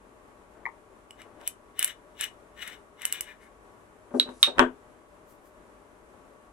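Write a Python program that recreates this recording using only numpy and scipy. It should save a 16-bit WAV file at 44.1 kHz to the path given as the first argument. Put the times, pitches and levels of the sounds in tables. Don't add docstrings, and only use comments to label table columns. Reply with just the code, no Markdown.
import sys
import numpy as np
from scipy import signal
from scipy.fft import rfft, irfft, next_fast_len
from scipy.io import wavfile

SR = 44100
rng = np.random.default_rng(int(sys.argv[2]) if len(sys.argv) > 2 else 0)


def log_audio(samples):
    frames = np.atleast_2d(samples).T
    limited = np.clip(frames, -1, 1)
    pcm = np.round(limited * 32767).astype(np.int16)
    wavfile.write(sys.argv[1], SR, pcm)


N = 287793
TIME = np.arange(N) / SR
SIDES = np.array([[.5], [-.5]])

# t/s, length/s, level/dB, keenness (treble against the rest)/dB
BLADE_BITES = [(1.206, 0.0077, -48, -6.5), (1.408, 0.0046, -56, -8), (1.47, 0.0092, -58, 11.5),
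               (1.804, 0.04, -37.5, -0.5), (1.878, 0.022, -41, -1), (2.21, 0.0043, -39, 1),
               (2.233, 0.0061, -37, 2), (2.582, 0.017, -50, -6), (2.623, 0.012, -42, -2),
               (2.66, 0.008, -67, -4), (2.68, 0.006, -38, -5.5), (2.717, 0.028, -48, -4.5),
               (3.017, 0.064, -39.5, -6), (3.118, 0.13, -47.5, -0.5), (3.148, 0.0042, -47.5, 2),
               (3.278, 0.045, -47.5, -8.5), (3.414, 0.057, -57, -14)]
# f/Hz, level/dB
RASP_SPECTRUM = [(300, -32), (700, -19), (1300, -13), (1750, -4), (2150, -1.5), (2600, -4), (2950, -1),
                 (3750, -2), (4300, -17), (5000, -20), (5600, -13), (8300, -13), (10500, -18.5),
                 (15500, -20), (16000, -27)]
# f/Hz, width/Hz, level/dB
PEEL_RESONANCES = [(1740, 70, -3.5), (2130, 80, -3), (2380, 80, -7)]


def blade():
    slopes_db_per_s = 611, 61, 605
    keen_hz = 2290
    bite = strokes([(s, length, db) for s, length, db, _ in BLADE_BITES], *slopes_db_per_s)
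    cut = strokes([(s, length, db + keen) for s, length, db, keen in BLADE_BITES], *slopes_db_per_s)
    grain = rub(amp(2.1 * drift(90)), RASP_SPECTRUM, grain_db=2, slips_per_s=5500)
    peel = sum(amp(db) * resonate(grain, hz * (1 + .035 * drift(7)), width)
               for hz, width, db in PEEL_RESONANCES)
    grain = unit(shaped(grain + peel, barrel))
    dull = shaped(grain, lambda hz: 1 / (1 + (hz / keen_hz) ** 20))
    rasp = bite * dull + cut * (grain - dull) + squeaks()
    return room(rasp, wet_db=-7, echo_db=-33, pan_db=9, lag_s=.00005)


# t/s, length/s, level/dB, start f/Hz, end f/Hz
WOOD_SQUEAKS = [(3.258, 0.064, -52.5, 2300, 2450), (3.264, 0.084, -56, 1860, 1690)]


def squeaks():
    out = np.zeros(N)
    for s, length, db, start_hz, end_hz in WOOD_SQUEAKS:
        progress = np.linspace(0, 1, round(length * SR))
        glide_hz = start_hz + (end_hz - start_hz) * progress
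        tone = resonate(rng.standard_normal(len(progress)), glide_hz, width_hz=25)
        add(out, s, amp(db) * np.sin(np.pi * progress) ** 2 * unit(tone))
    return out


# f/Hz, width/Hz, lift/dB
BARREL_RESONANCES = [(2680, 140, -5), (2940, 150, 9.5), (3200, 130, -10), (3550, 250, 0), (5080, 300, -7),
                     (5650, 400, 4), (6800, 600, -7), (7650, 350, 3), (8350, 350, 3), (8950, 450, -8),
                     (9650, 450, 5), (10350, 500, -8), (11400, 550, 5), (12250, 450, -5), (13100, 500, 4),
                     (14000, 500, -4)]


def barrel(hz):
    return amp(sum(db / (1 + (2 * (hz - centre) / width) ** 2)
                   for centre, width, db in BARREL_RESONANCES))


# t/s, level/dB, brightness/(dB per octave), shell ring against the snap/dB
SHAVING_SNAPS = [(1.1079, -33, -8.5, -1), (1.218, -29, -10, -12), (1.4125, -34, -10.5, -14),
                 (1.476, -3.5, 0.5, -24.5), (1.7924, -3, 2, -16), (1.8273, -6, -5, -19.5),
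                 (1.8445, 1.5, -0.5, -25), (1.877, -16, 0, -19.5), (2.2102, -8.5, -4.5, -21),
                 (2.2406, -15.5, -4, -15), (2.6766, -20, -1, -15), (3.0184, -22.5, -6.5, -24),
                 (3.0529, 0, -0.5, -22.5), (3.1249, -4.5, -1.5, -20), (3.2084, -9, -3, -15.5)]
# f/Hz, level/dB
SNAP_SPECTRUM = [(40, -72), (300, -46.5), (1000, -22), (1800, -13), (2400, -5.5), (3000, -8.5),
                 (4600, -10.5), (6000, -3.5), (7800, 3.5), (9600, 8), (13000, 6.5), (15500, -9),
                 (16000, -12)]
# f/Hz, level/dB, t60/s
SHELL_MODES = [(2950, -1, 0.014), (3000, -21, 0.13), (5100, -9, .012), (7700, -6, 0.014), (9700, -12, 0.01)]


def shavings():
    snaps = np.zeros((2, N))
    for s, db, tilt_db, ring_db in SHAVING_SNAPS:
        colour = [(hz, level + 3 * rng.uniform(-.88, 1)) for hz, level in SNAP_SPECTRUM]
        pitch = 1 + .02 * rng.uniform(-.68, 1)
        shell = ring([(pitch * hz, level, t60) for hz, level, t60 in SHELL_MODES])
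        snap = tear(crumble(click(colour, tilt_db), spread_s=.00036))
        add(snaps, s, amp(db) * (snap + amp(ring_db) * shell))
    snaps = shaped(snaps, lambda hz: barrel(hz) ** .7)
    return room(snaps, wet_db=-11.5, echo_db=-30, pan_db=0, lag_s=.00004)


def tear(snap, level_db=-7, decay_s=.0028):
    fibres = rng.standard_normal(1024) * np.exp(-TIME[:1024] / decay_s)
    fibres *= amp(level_db) / np.linalg.norm(fibres)
    return snap + signal.fftconvolve(snap, fibres[None], axes=1)[:, :snap.shape[1]]


# t/s, tick/dB, clang/dB, clang f/Hz, clang t60/s, ping/dB, pan/dB, reverb/dB
CASE_CLINKS = [(4.1979, -7.5, -4, 3895, .007, -11.5, -4, -9.5),
               (4.291, -41, -44, 3830, .01, -51, -0.5, 1.5), (4.4289, 2, -1.5, 3756, 0.0086, -4, -3, -6),
               (4.4361, -13, -10, 3800, .008, -30, -1, -9)]
# f/Hz, level/dB
TICK_SPECTRUM = [(40, -44), (250, -38.5), (700, -23), (1100, -6), (2000, -7), (3000, 4), (4800, -4),
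                 (5300, -10.5), (6000, -6), (6850, -30.5), (7500, -6.5), (9500, -11.5), (11500, -9),
                 (13000, -32.5), (16000, -37)]
# f/Hz, level/dB, t60/s
CASE_MODES = [(2890, -17, .09), (3375, -16, .085), (3700, -9, .11), (3770, 0, .15), (3822, -5, .14)]
CASE_HZ = 3800


def case():
    out = np.zeros((2, N))
    clang_rise = 1 - np.exp(-(TIME[:8192] / .00079) ** 2)
    ping_rise = 1 - np.exp(-TIME[:8192] / .005)
    shade_db = -3.5
    for s, tick_db, clang_db, hz, t60, ping_db, pan_db, wet_db in CASE_CLINKS:
        clang = clang_rise * ring([(hz, 0, t60)])
        ping = ping_rise * ring([(f * hz / CASE_HZ, db, ring_s) for f, db, ring_s in CASE_MODES])
        tick, tone = np.zeros((2, 2, N))
        add(tick, s, amp(tick_db) * crumble(click(TICK_SPECTRUM), spread_s=.00067))
        add(tone, s, amp(clang_db) * clang / abs(clang).max() + amp(ping_db) * ping)
        out += room(tick, wet_db=wet_db, echo_db=-11, pan_db=pan_db, lag_s=.00009)
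        out += room(tone, wet_db=wet_db + shade_db, echo_db=-12, pan_db=pan_db, lag_s=.00007)
    return out


# t/s, boom/dB, crack/dB, brightness/(dB per octave), swell/s, low cut/Hz
DESK_KNOCKS = [(1.413, -44, -44, 3, 0.0029, 480), (4.107, -41.5, -52, -3, 0.0103, 290),
               (4.1398, -19.5, -49, -11, 0.008, 226), (4.257, -38, -54.5, -9.5, 0.0016, 300),
               (4.276, -43.5, -35.5, -3.5, 0.0023, 480), (4.289, -36, -32.5, -7, 0.00088, 146),
               (4.473, -28.5, -29.5, -5.5, 0.0035, 450), (4.5827, -21, -12.5, -0.5, 0.0052, 310),
               (4.5933, -12.5, 2, 0, 0.04, 20)]
# f/Hz, level/dB, t60/s
DESK_MODES = [(130, -20, .12), (252, 2, .17), (302, -14, .12), (351, -3.5, .16), (421, -5.5, .18),
              (447, -9, .12), (591, -7, .13), (652, -10, .13), (721, -11, .13), (829, -13, .13),
              (924, -6, .115), (1088, -12, .11), (1190, -13, .12), (1417, -14, .11), (1562, -11, .125),
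              (1820, -19, .13)]
# f/Hz, level/dB
CRACK_SPECTRUM = [(100, -15.5), (400, -4.5), (750, -16.5), (950, 2), (1250, -1.5), (1550, 3.5), (2100, -11),
                  (3300, -7.5), (4500, -37), (8000, -27), (12000, -42.5), (16000, -48.5)]
# f/Hz, level/dB
THUD_SPECTRUM = [(40, -9.5), (160, -21), (250, -3), (400, -0.5), (520, -3.5), (620, -0.5), (900, -12),
                 (1500, -20.5), (4000, -29.5), (12000, -60.5)]


def desk():
    cracks, (booms, thuds) = np.zeros((2, N)), np.zeros((2, N))
    for s, boom_db, crack_db, tilt_db, swell_s, low_cut_hz in DESK_KNOCKS:
        thin_db = lambda hz: -10 * np.log10(1 + (low_cut_hz / hz) ** 6)
        top = ring([(hz, db + thin_db(hz) + tilt_db * np.log2(1 + hz / 500), t60)
                    for hz, db, t60 in DESK_MODES])
        top *= 1 - np.exp(-TIME[:len(top)] / max(swell_s, .001))
        thud = click([(hz, db + thin_db(hz)) for hz, db in THUD_SPECTRUM], .93 * tilt_db)
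        add(booms, s, amp(boom_db) * top / abs(top).max())
        add(cracks, s, amp(crack_db) * crumble(click(CRACK_SPECTRUM, tilt_db), spread_s=.0003))
        add(thuds, s, amp(boom_db) * thud)
    thuds = room(thuds, wet_db=12.5, echo_db=5.5, pan_db=1.5, lag_s=.00008)
    cracks = room(cracks, wet_db=-5.5, echo_db=-7, pan_db=-10, lag_s=.0001)
    return booms * pan(2.5) + .25 * thuds + cracks


# t/s, level/dB, f/Hz, length/s
PENCIL_TAPS = [(.6527, -21, 2030, .0065), (.6603, -21, 2060, .0065), (.6635, -36, 1080, .008),
               (.6672, -29, 960, .0095), (.6865, -38, 1050, .008)]
# f/Hz, level/dB, t60/s
ROOM_RING_MODES = [(908, -2, 0.26), (1093, 7, 0.087)]


def rattle():
    taps, hollow = np.zeros((2, N))
    for s, db, hz, length in PENCIL_TAPS:
        t = np.arange(0, length, 1 / SR)
        swell = np.sin(np.pi * t / length) ** 6
        tick = amp(-22.5) * rng.standard_normal(len(t))
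        add(taps, s, amp(db) * swell * (np.sin(2 * np.pi * hz * t) + tick))
        add(hollow, s + length / 2, amp(db - 23.5) * ring(ROOM_RING_MODES))
    taps = shaped(taps, lambda hz: 1 / np.sqrt(1 + (hz / 3500) ** 4))
    return room(taps, wet_db=-15, echo_db=-17, pan_db=4, lag_s=.00009) + hollow * pan(29.6)


# t/s, length/s, level/dB, high cut/Hz
# at 4.412 s a brief hiss swells into the loud clink; the last two are the hand on the paper
SWISHES = [(3.424, 0.0042, -67, 11930), (4.153, 0.04, -60, 11000), (4.31, 0.059, -66, 11130),
           (4.412, .012, -55, 11000), (5.294, 0.02, -68.5, 16000), (5.445, 0.022, -73.5, 16060)]
# f/Hz, level/dB
SWISH_SPECTRUM = [(2000, -18), (5000, -10), (8000, -6.5), (14000, -3.5), (16000, -14.5)]
# t/s, length/s, level/dB
# at 4.576 s a short swell of noise leads into the loudest knocks; the others are hands shifting
RUSTLES = [(.57, 0.11, -57), (1.26, 0.083, -57.5), (1.37, 0.037, -60), (4.576, .01, -39),
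           (6.14, 0.11, -61.5)]
# f/Hz, level/dB
RUSTLE_SPECTRUM = [(100, -9.5), (250, -2.5), (420, -0.5), (900, -6), (1400, -12), (3000, -29),
                   (16000, -59.5)]


def swishes_and_rustles():
    slopes_db_per_s = 521.5, 28, 349
    hiss = rub(1, SWISH_SPECTRUM, grain_db=3, slips_per_s=1500)
    swish = np.zeros(N)
    for s, length, db, top_hz in SWISHES:
        swell = hiss * strokes([(s, length, db)], *slopes_db_per_s)
        swish += shaped(swell, lambda hz: 1 / (1 + (hz / top_hz) ** 20))
    rustle = rub(strokes(RUSTLES, *slopes_db_per_s), RUSTLE_SPECTRUM, grain_db=1, slips_per_s=2400)
    return room(swish, wet_db=-5, echo_db=8.5, pan_db=-4.5, lag_s=.00005) + rustle * pan(9.4)


# f/Hz, level/dB
AIR_SPECTRUM = [(15, -30.5), (25, -17.5), (45, 1.5), (75, -11.5), (100, -4.5), (140, -11.5), (220, -5.5),
                (380, -4), (560, -8), (790, -9.5), (1150, -8.5), (1650, -14.5), (2500, -22), (4750, -33.5),
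                (8000, -28.5), (11500, -30), (13500, -47), (16000, -70)]
# f/Hz, left-right correlation
AIR_LIKENESS = [(60, 0.83), (180, 0.52), (550, 0.69), (1650, -0.27), (4970, 0.18), (15000, -0.46)]
# f/Hz, level/dB
HUM_LINES = [(48.4, -72.5), (414.5, -70), (602.9, -67), (845.2, -77.5), (979.8, -74), (1120, -70)]
# f/Hz, pan/dB
FAN_PAN = [(60, 1.5), (180, 1.5), (550, 8.5), (1650, 1), (4970, -1.5), (15000, 0.5)]


def fan():
    left, other = rng.standard_normal((2, N))
    same = lambda hz: read(AIR_LIKENESS, hz)
    right = shaped(left, same) + shaped(other, lambda hz: np.sqrt(1 - same(hz) ** 2))
    air = unit(shaped(np.array([left, right]), lambda hz: amp(read(AIR_SPECTRUM, hz))))
    rush = amp(-56.5 + .8 * drift(5)) * air
    hum = np.zeros(N)
    for hz, db in HUM_LINES:
        waver = amp(2.7 * drift(9.8))
        phase = 2 * np.pi * hz * TIME + 2.1 * drift(10)
        hum += amp(db) * unit(waver * np.sin(phase))
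    return shaped(rush + hum, lambda hz: pan(read(FAN_PAN, hz)))


# f/Hz, t60/s
ROOM_DECAY = [(200, 0.28), (800, 0.17), (2000, 0.16), (3800, 0.16), (8000, 0.1541), (15000, 0.065)]
# f/Hz, pan/dB
ROOM_PAN = [(200, 9), (500, 13.5), (1100, 20.5), (2500, 10.5), (3900, -1), (6000, 5.5), (10000, 3.5)]
# delay/s, level/dB
NEAR_ECHOES = [(.0075, -7), (0.0133, -19), (0.0221, -16.5), (.0335, -15)]


def room(x, wet_db, echo_db, pan_db, lag_s, size=16384):
    taps = rng.choice([-1., 1.], (2, size)) * (rng.random((2, size)) < .2)
    hz, t, bands = signal.stft(taps, SR, nperseg=256)
    same = np.exp(-(hz / 900) ** 2)[:, None]
    bands[1] = same * bands[0] + np.sqrt(1 - same ** 2) * bands[1]
    fade_db = -60 * (t / read(ROOM_DECAY, hz)[:, None]) ** 1.127
    tail = signal.istft(bands * amp(fade_db), SR, nperseg=256)[1]
    tail *= 1 - np.exp(-TIME[:tail.shape[1]] / .00011)
    tail *= amp(wet_db) / np.linalg.norm(tail[0])
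    for delay, db in NEAR_ECHOES:
        tail[:, round(delay * SR)] += amp(db + echo_db)
    wet = signal.oaconvolve(np.atleast_2d(x), tail, axes=1)[:, :N]
    direct = shaped(x, lambda f: pan(pan_db) * np.exp(-2j * np.pi * f * SIDES * lag_s))
    return direct + shaped(wet, lambda f: pan(read(ROOM_PAN, f)))


def rub(pressure, spectrum, grain_db, slips_per_s):
    slips = rng.choice([-1., 1.], N) * (rng.random(N) < slips_per_s / SR)
    slips *= amp(grain_db * np.minimum(rng.exponential(1, N), 4))
    return pressure * unit(shaped(slips, lambda hz: amp(read(spectrum, hz))))


def strokes(rows, rise, sag, fall):
    gain = np.zeros(N)
    for s, length, db in rows:
        t = TIME - s
        drop_db = rise * np.maximum(-t, 0) + sag * np.clip(t, 0, length) + fall * np.maximum(t - length, 0)
        gain += amp(db - drop_db)
    return gain


def click(spectrum, tilt_db=0, size=8192):
    hz = abs(np.fft.fftfreq(size, 1 / SR))
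    log_gain = np.log(amp(read(spectrum, hz) + tilt_db * np.log2(1 + hz / 500)))
    pulse = np.fft.ifft(np.exp(np.conj(signal.hilbert(log_gain)))).real
    return pulse / abs(pulse).max()


def crumble(pulse, spread_s):
    age = TIME[:1024] / spread_s
    burst = (rng.standard_normal(1024) + .4 * rng.standard_normal((2, 1024))) * age * np.exp(-age)
    white = np.fft.fftshift(irfft(np.exp(1j * np.angle(rfft(burst)))), axes=1)
    return signal.fftconvolve(pulse[None], white[:, white.shape[1] // 2 - 12:], axes=1)[:, :len(pulse)]


def ring(modes, size=8192):
    t = TIME[:size]
    out = sum(amp(db - 60 * t / t60) * np.sin(2 * np.pi * hz * t) for hz, db, t60 in modes)
    return out / abs(out).max()


def resonate(x, hz, width_hz):
    turn = np.exp(2j * np.pi * np.cumsum(hz) / SR)
    pole = np.exp(-np.pi * width_hz / SR)
    return 2 * (turn * signal.lfilter([1 - pole], [1, -pole], x / turn)).real


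def drift(rate_hz):
    return unit(shaped(rng.standard_normal(N), lambda hz: np.exp(-hz / rate_hz)))


def shaped(x, gain):
    size = next_fast_len(x.shape[-1] + 4096)
    return irfft(rfft(x, size) * gain(np.fft.rfftfreq(size, 1 / SR)), size)[..., :x.shape[-1]]


def read(points, hz):
    f, value = np.transpose(points)
    return np.interp(np.log(hz + 1), np.log(f + 1), value)


def add(mix, s, sound):
    part = mix[..., round(s * SR):][..., :sound.shape[-1]]
    part += sound[..., :part.shape[-1]]


def amp(db):
    return 10 ** (np.asarray(db) / 20)


def pan(db):
    return amp(SIDES * db)


def unit(x):
    return x / np.sqrt(np.mean(x ** 2) + 1e-20)


def scene():
    return blade() + shavings() + rattle() + case() + desk() + swishes_and_rustles() + fan()


def record(dry):
    high_cut = signal.firwin(511, cutoff=16200, window=("kaiser", 9), fs=SR)
    return signal.oaconvolve(np.clip(dry, -1, 1), high_cut[None], "same")


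dry = scene()
out = record(dry)
log_audio(out)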